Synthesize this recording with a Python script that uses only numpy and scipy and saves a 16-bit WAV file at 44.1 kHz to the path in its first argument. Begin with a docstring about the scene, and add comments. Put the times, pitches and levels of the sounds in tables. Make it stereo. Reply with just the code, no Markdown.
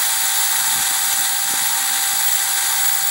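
"""On an open concrete driveway, a corded drill clamped in a stand runs at a nearly steady high speed.
The motor whines on multiples of its shaft speed, some of them throbbing with the mains.
Fan air, brushes and gears are noise hissing through the housing, fluttering as the chuck turns.
A faint hum and drone lie underneath; light wind buffets and thumps the microphone with low noise and
short pressure pulses, and the bit gives tiny squeaks, each a rough falling chirp."""
import sys
import numpy as np
from scipy import signal
from scipy.fft import rfft, irfft
from scipy.io import wavfile
from scipy.ndimage import uniform_filter1d

SR = 44100
rng = np.random.default_rng(int(sys.argv[2]) if len(sys.argv) > 2 else 0)


def store_wav(level_fs):
    """Save 16-bit WAV to argv[1]."""
    pcm = np.round(np.clip(np.atleast_2d(level_fs), -1, 1) * 32767)
    wavfile.write(sys.argv[1], SR, pcm.T.astype(np.int16))


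N = 136710
T = np.arange(N) / SR

# Motor shaft speed. Each row: time in seconds, speed in turns per second.
SHAFT_SPEED = [(0, 390.1), (0.28, 391.15), (0.6, 392.3), (0.95, 392.35), (1.25, 393), (1.75, 393.05),
               (2.55, 392.8), (3.1, 392.75)]
WANDER_RAD = .005  # rms drift of the shaft angle

# Mains: the kick of current comes once a cycle, and sharper pulses are shorter.
MAINS_HZ, MAINS_FIRES_S, PULSE_SHARPNESS = 60, .010, 3.4
DRAG_RAD = 0.94  # phase swing of a partial at full throb depth

# Motor partials. Each row: multiple of the shaft speed, level in dB before TONES_DB,
# depth of the mains throb from 0 to 1.
MOTOR_PARTIALS = [(2, -35, 0.09), (3, -49, 0), (4, -37, 0.05), (8, -44, 0), (12, -35, 0.58),
                  (18, -42.5, 0.1), (19, -40, 0.1), (20, -33.5, 0), (23, -48, .2), (24, -36.5, .15),
                  (26, -49, 0.6), (32, -47, .2), (34, -50, .2)]
TONES_DB, TONE_PAN_DB, FLUTTER_DB, FLUTTER_HZ = -.5, 1, 0.86, 10.6
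SETTLE_DB_PER_HZ = 0.9  # the lowest tone grows as the shaft comes up to speed
FUZZ, FUZZ_HZ = .3, 45  # random fraying at the whistle, and its bandwidth

# Top whistle, from the commutator. Each row: time in seconds, level in dB before WHISTLE_DB.
WHISTLE_LEVEL = [(0, -25), (.55, -23), (.78, -32), (1.17, -23.5), (1.45, -25), (1.57, -30), (1.67, -24),
                 (1.9, -28), (2.08, -27), (2.23, -21), (2.36, -18), (2.45, -30), (2.53, -24), (2.66, -30),
                 (2.88, -17.5), (3.02, -21), (3.1, -20)]
WHISTLE_ORDER = 40  # multiple of the shaft speed
WHISTLE_DB, WHISTLE_THROB, WHISTLE_PAN_DB, WHISTLE_FLUTTER_DB = -.5, 0.4, -1.5, 2
WHISTLE_LEAD_RAD, WHISTLE_LAG_S = 0.46, .010  # left ahead of right; throb behind the current

# Rush of fan, brushes and gears, coloured by the housing and the ground.
# Each row: frequency in Hz, relative density in dB per Hz.
RUSH_COLOUR = [(25, -112), (60, -89), (130, -81), (350, -79), (480, -72), (700, -71.5), (765, -61),
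               (812, -71), (832, -58.5), (868, -56), (888, -50), (904, -57.5), (919, -49.5), (945, -67.5),
               (985, -67.5), (1003, -57), (1040, -63), (1090, -65.5), (1170, -58.5), (1300, -61.5),
               (1500, -58.5), (1720, -62), (1870, -55.5), (2100, -59.5), (2270, -63), (2650, -63.5),
               (3030, -66), (3380, -57.5), (3900, -57.5), (4450, -60.5), (4800, -62), (5350, -65),
               (6100, -59.5), (6500, -62), (7000, -55), (7250, -60.5), (7650, -56), (8150, -56.5),
               (8750, -64.5), (9450, -57), (10250, -56), (10850, -62.5), (11100, -58), (11600, -60),
               (12000, -61.5), (12700, -63.5), (13200, -63.5), (13700, -61.5), (14600, -68), (15500, -71)]
# Slow level of the rush. Each row: time in seconds, relative level in dB.
RUSH_CONTOUR = [(0, 2), (.8, 2.8), (1.2, 2), (1.4, -0.1), (1.52, 2), (2.3, 1.5), (2.88, 2), (3.04, -0.5)]
# Stereo image of the rush. 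Each row: frequency in Hz, likeness of the two sides (1 is identical),
# left-right difference in dB.
RUSH_STEREO = [(100, 0.47, -8), (604, 0.72, 0), (860, 0.6, 3), (1290, 0.57, 3), (1920, 1, 2.5),
               (2790, 0.16, 1), (3540, 0.89, -2.5), (4370, 0.7, -0.5), (5500, 0.18, -0.5), (6130, 0.7, -1),
               (7740, 0.96, 0.5), (8400, 0.77, -0.5), (8900, 0.95, 0.5), (12000, 0.77, 0), (15500, 0.4, -4)]
RUSH_DB, RUSH_THROB, RUSH_PULSE_SHARPNESS = -19, .022, 6
PATCHY_DB, SURGE_DB, FLICKER_DB, FLICKER_HZ = 0.58, .4, 0.4, 23  # short patches, long surges, whole level

# Load swings as the chuck turns. Each row: swings per chuck turn, depth in dB.
CHUCK_SWINGS = [(1, .38), (2, .28), (4, .45)]
GEAR_RATIO = 30  # shaft turns per chuck turn

# Faint low hum. Each row: time in seconds, level in dB.
HUM_LEVEL = [(0, -55), (.5, -59), (1.4, -49.5), (1.95, -50), (2.1, -67)]
HUM_HZ, HUM_WAVER_HZ, HUM_WAVER_RATE_HZ, HUM_FLUTTER_DB = 254.8, 4.3, 26, 3.5
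# Soft low drone that grows late. Each row: time in seconds, level in dB.
DRONE_LEVEL = [(0, -76), (2.2, -55), (2.7, -52)]
DRONE_HZ, DRONE_WIDTH_HZ = 350, 47

# Colour of the wind rumble. Each row: frequency in Hz, relative density in dB per Hz.
WIND_COLOUR = [(30, -39), (65, -5), (105, 1.5), (175, 1.5), (265, -1.5), (400, -15), (900, -51)]
# Gusts at the microphone. Each row: centre in seconds, half-length in seconds, level in dB.
WIND_GUSTS = [(0.616, 0.015, -35), (0.753, 0.051, -32), (0.909, 0.026, -41), (1.14, 0.071, -40),
              (1.514, 0.046, -40), (1.645, 0.036, -38), (2.144, 0.067, -40.5), (2.49, 0.033, -40),
              (2.84, 0.047, -42), (3.092, 0.046, -35)]
BREEZE_DB, LUMP_DB, LUMP_HZ = -56.5, 3, 30
WIND_COMMON_DB = -11  # the push shared by both ports, against the opposed push

# Single eddies that thump the microphone. Each row: centre in seconds, peak in dB (averaged in power
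# over both sides), width in seconds, left-right difference in dB.
EDDIES = [(0.635, -25, .0019, -5), (.765, -18, 0.0016, -4), (0.912, -17, 0.0013, -4.5),
          (1.137, -25, .002, -4), (1.509, -20, 0.0015, 5), (1.5383, -7, 0.0011, 5.5),
          (1.623, -18.5, 0.0019, -5.5), (2.135, -22, .002, 3)]

# Squeaks of the bit. Each row: start in seconds, level in dB before SQUEAK_DB,
# pitch in Hz reached at the peak.
BIT_SQUEAKS = [(.825, -28, 11740), (1.053, -27, 11850), (1.128, -24, 12000), (1.207, -27, 12100),
               (1.296, -29, 8850), (1.667, -26, 12400), (2.030, -27, 12100), (2.434, -28, 12600),
               (2.487, -26, 12280), (2.983, -25, 14900), (3.07, -25, 13600)]
SQUEAK_RISE_S, SQUEAK_WIDTH_HZ, SQUEAK_DB, HALF_PITCH_DB = 0.0026, 170, 6, -5
SQUEAK_SAG = 0.0136  # share by which the pitch falls per rise time

EDGE_HZ = 15770  # top of the finished sound


def amp(db):
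    """Decibels to gain."""
    return 10 ** (np.asarray(db) / 20)


def unit(x):
    """Scales to an rms of one."""
    return x / np.sqrt(np.mean(abs(x) ** 2) + 1e-20)


def curve(points):
    """Reads a table of time and value at every sample."""
    return np.interp(T, *np.transpose(points))


def over_hz(table, hz, axis=1):
    """Reads one column of a table on a log-frequency axis."""
    columns = np.transpose(table)
    return np.interp(np.log(hz + 1), np.log(columns[0] + 1), columns[axis])


def pan(db):
    """Left and right gains for a level difference."""
    return unit(amp([[db / 2], [-db / 2]]))


def band(hz, width_hz, size=N):
    """Noise in a bell-shaped band; centred on zero it is a slow random drift."""
    f = np.fft.rfftfreq(size, 1 / SR)
    bell = np.exp(-.5 * ((f - hz) / width_hz) ** 2)
    return unit(irfft(rfft(rng.standard_normal(size)) * bell, size))


def swell(s, half_s):
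    """A bell-shaped rise and fall."""
    return np.exp(-.5 * ((T - s) / half_s) ** 2)


def shaft_angle():
    """The shaft turns almost steadily, its angle the running sum of its speed plus a slight drift."""
    return 2 * np.pi * np.cumsum(curve(SHAFT_SPEED)) / SR + WANDER_RAD * band(0, FLUTTER_HZ)


def mains_cycle(lag_s):
    """Angle of the mains, zero at lag_s after each kick of current."""
    return 2 * np.pi * MAINS_HZ * (T - MAINS_FIRES_S - lag_s)


def throb(depth, sharpness, lag_s=0):
    """A gain that swells once in every mains cycle, lag_s after the kick of current."""
    pulse = np.exp(sharpness * np.cos(mains_cycle(lag_s)))
    return 1 - depth + depth * pulse / pulse.mean()


def tone(angle, depth, flutter_db, fuzz=0, lag_s=0):
    """A fluttering partial that swells and sags in pitch with the mains; fuzz frays it."""
    depth = np.clip(depth, 0, 1)
    level = throb(depth, PULSE_SHARPNESS, lag_s) * amp(flutter_db * band(0, FLUTTER_HZ))
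    drag = depth * DRAG_RAD * np.sin(mains_cycle(lag_s))
    angle = angle - drag + 2 * np.pi * rng.random()
    frayed = level + fuzz * (band(0, FUZZ_HZ) + 1j * band(0, FUZZ_HZ))
    return unit((frayed * np.exp(1j * angle)).real)


def whine(angle):
    """Multiples of the shaft speed, the low ones leaning left, topped by the commutator whistle."""
    settle_db = SETTLE_DB_PER_HZ * (curve(SHAFT_SPEED) - curve(SHAFT_SPEED).mean())
    tones = 0
    for k, db, depth in MOTOR_PARTIALS:
        level = amp(db + settle_db * (k == 2))
        fuzz = FUZZ * k / WHISTLE_ORDER  # higher partials fray more
        tones = tones + level * pan(TONE_PAN_DB * (k < 6)) * tone(k * angle, depth, FLUTTER_DB, fuzz)
    sides = WHISTLE_ORDER * angle + np.array([[WHISTLE_LEAD_RAD], [0]])
    whistle = tone(sides, WHISTLE_THROB, WHISTLE_FLUTTER_DB, FUZZ, WHISTLE_LAG_S)
    whistle = amp(curve(WHISTLE_LEVEL) + WHISTLE_DB) * whistle
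    return amp(TONES_DB) * tones + pan(WHISTLE_PAN_DB) * whistle


def chuck_db(angle):
    """The level flutters with every turn of the geared-down chuck."""
    return sum(db * np.cos(k * angle / GEAR_RATIO + 2 * np.pi * rng.random()) for k, db in CHUCK_SWINGS)


def blotches(shape, bins, frames):
    """Random level patches, smoothed over frequency bins and time frames."""
    across_hz = uniform_filter1d(rng.standard_normal(shape), size=bins, axis=0)
    return unit(uniform_filter1d(across_hz, size=frames, axis=1))


def rush(angle):
    """Patchy turbulence and brush scrape, pulsing with mains and chuck, through the housing's resonances."""
    grains = signal.stft(rng.standard_normal((2, N)), nperseg=256)[2]
    patches = blotches(grains[0].shape, 7, 9)
    surges = blotches(grains[0].shape, 5, 35)
    uneven = grains * amp(PATCHY_DB * patches + SURGE_DB * surges)
    turbulence = signal.istft(uneven, nperseg=256)[1][:, :N]
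    flutter = amp(chuck_db(angle) + FLICKER_DB * band(0, FLICKER_HZ))
    a, b = rfft(turbulence * throb(RUSH_THROB, RUSH_PULSE_SHARPNESS) * flutter)
    hz = np.fft.rfftfreq(N, 1 / SR)
    same = np.clip(over_hz(RUSH_STEREO, hz), -1, 1)
    side_db = over_hz(RUSH_STEREO, hz, axis=2)
    # the right side shares part of the left and fills up with its own noise
    left = a * amp(side_db / 2)
    right = (same * a + np.sqrt(1 - same ** 2) * b) * amp(-side_db / 2)
    coloured = irfft(np.array([left, right]) * amp(over_hz(RUSH_COLOUR, hz)), N)
    return amp(RUSH_DB) * unit(coloured * amp(curve(RUSH_CONTOUR)))


def hum():
    """A faint hum blurred by random pitch waver, and a soft drone of narrow noise, under the drill."""
    pitch = HUM_HZ + HUM_WAVER_HZ * band(0, HUM_WAVER_RATE_HZ)
    angle = 2 * np.pi * np.cumsum(pitch) / SR
    blurred = amp(curve(HUM_LEVEL)) * tone(angle, 0, HUM_FLUTTER_DB)
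    return blurred + amp(curve(DRONE_LEVEL)) * band(DRONE_HZ, DRONE_WIDTH_HZ)


def rumble():
    """Two unrelated low wind noises."""
    colour = amp(over_hz(WIND_COLOUR, np.fft.rfftfreq(N, 1 / SR)))
    return unit(irfft(rfft(rng.standard_normal((2, N))) * colour, N))


def wind():
    """Lumpy gusts with lulls between them push the two microphone ports mostly in opposite directions."""
    strength = amp(BREEZE_DB) + sum(amp(db) * swell(s, half_s) for s, half_s, db in WIND_GUSTS)
    lumps = unit(amp(LUMP_DB * band(0, LUMP_HZ)))
    opposed, common = rumble() * strength * lumps
    return np.array([opposed, -opposed]) + amp(WIND_COMMON_DB) * common


def puffs():
    """Each eddy is a pressure pulse with an undershoot on both sides, pushing one port and pulling the other."""
    out = np.zeros((2, N))
    for s, db, width_s, side_db in EDDIES:
        pulse = ((1 - 1j * (T - s) / width_s) ** -3).real
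        out += amp(db) * pan(side_db) * np.array([pulse, -pulse])
    return out


def squeaks(size=1024):
    """The cutting edge sticks for a few milliseconds: a rough, falling chirp with a weaker octave below."""
    out = np.zeros(N + size)
    u = np.arange(size) / SR / SQUEAK_RISE_S  # time in rise times
    for s, db, hz in BIT_SQUEAKS:
        pitch = hz * (1 - SQUEAK_SAG * (u - 1)) + SQUEAK_WIDTH_HZ * band(0, 1000, size)
        angle = 2 * np.pi * np.cumsum(pitch) / SR
        ring = unit(np.sin(angle) + amp(HALF_PITCH_DB) * np.sin(angle / 2))
        envelope = u * np.exp(1 - u)
        out[round(s * SR):][:size] += amp(db + SQUEAK_DB) * envelope * ring
    return out[:N]


def scene():
    """The drill in the open air: whine and rush share one shaft, with hum, wind and squeaks added."""
    angle = shaft_angle()
    return whine(angle) + rush(angle) + hum() + wind() + puffs() + squeaks()


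def record(dry):
    """A steep low-pass closes off the top of the treble."""
    lowpass = signal.firwin(2047, EDGE_HZ, window=("kaiser", 8), fs=SR)
    return signal.oaconvolve(dry, lowpass[None], "same")


dry = scene()
out = record(dry)
store_wav(out)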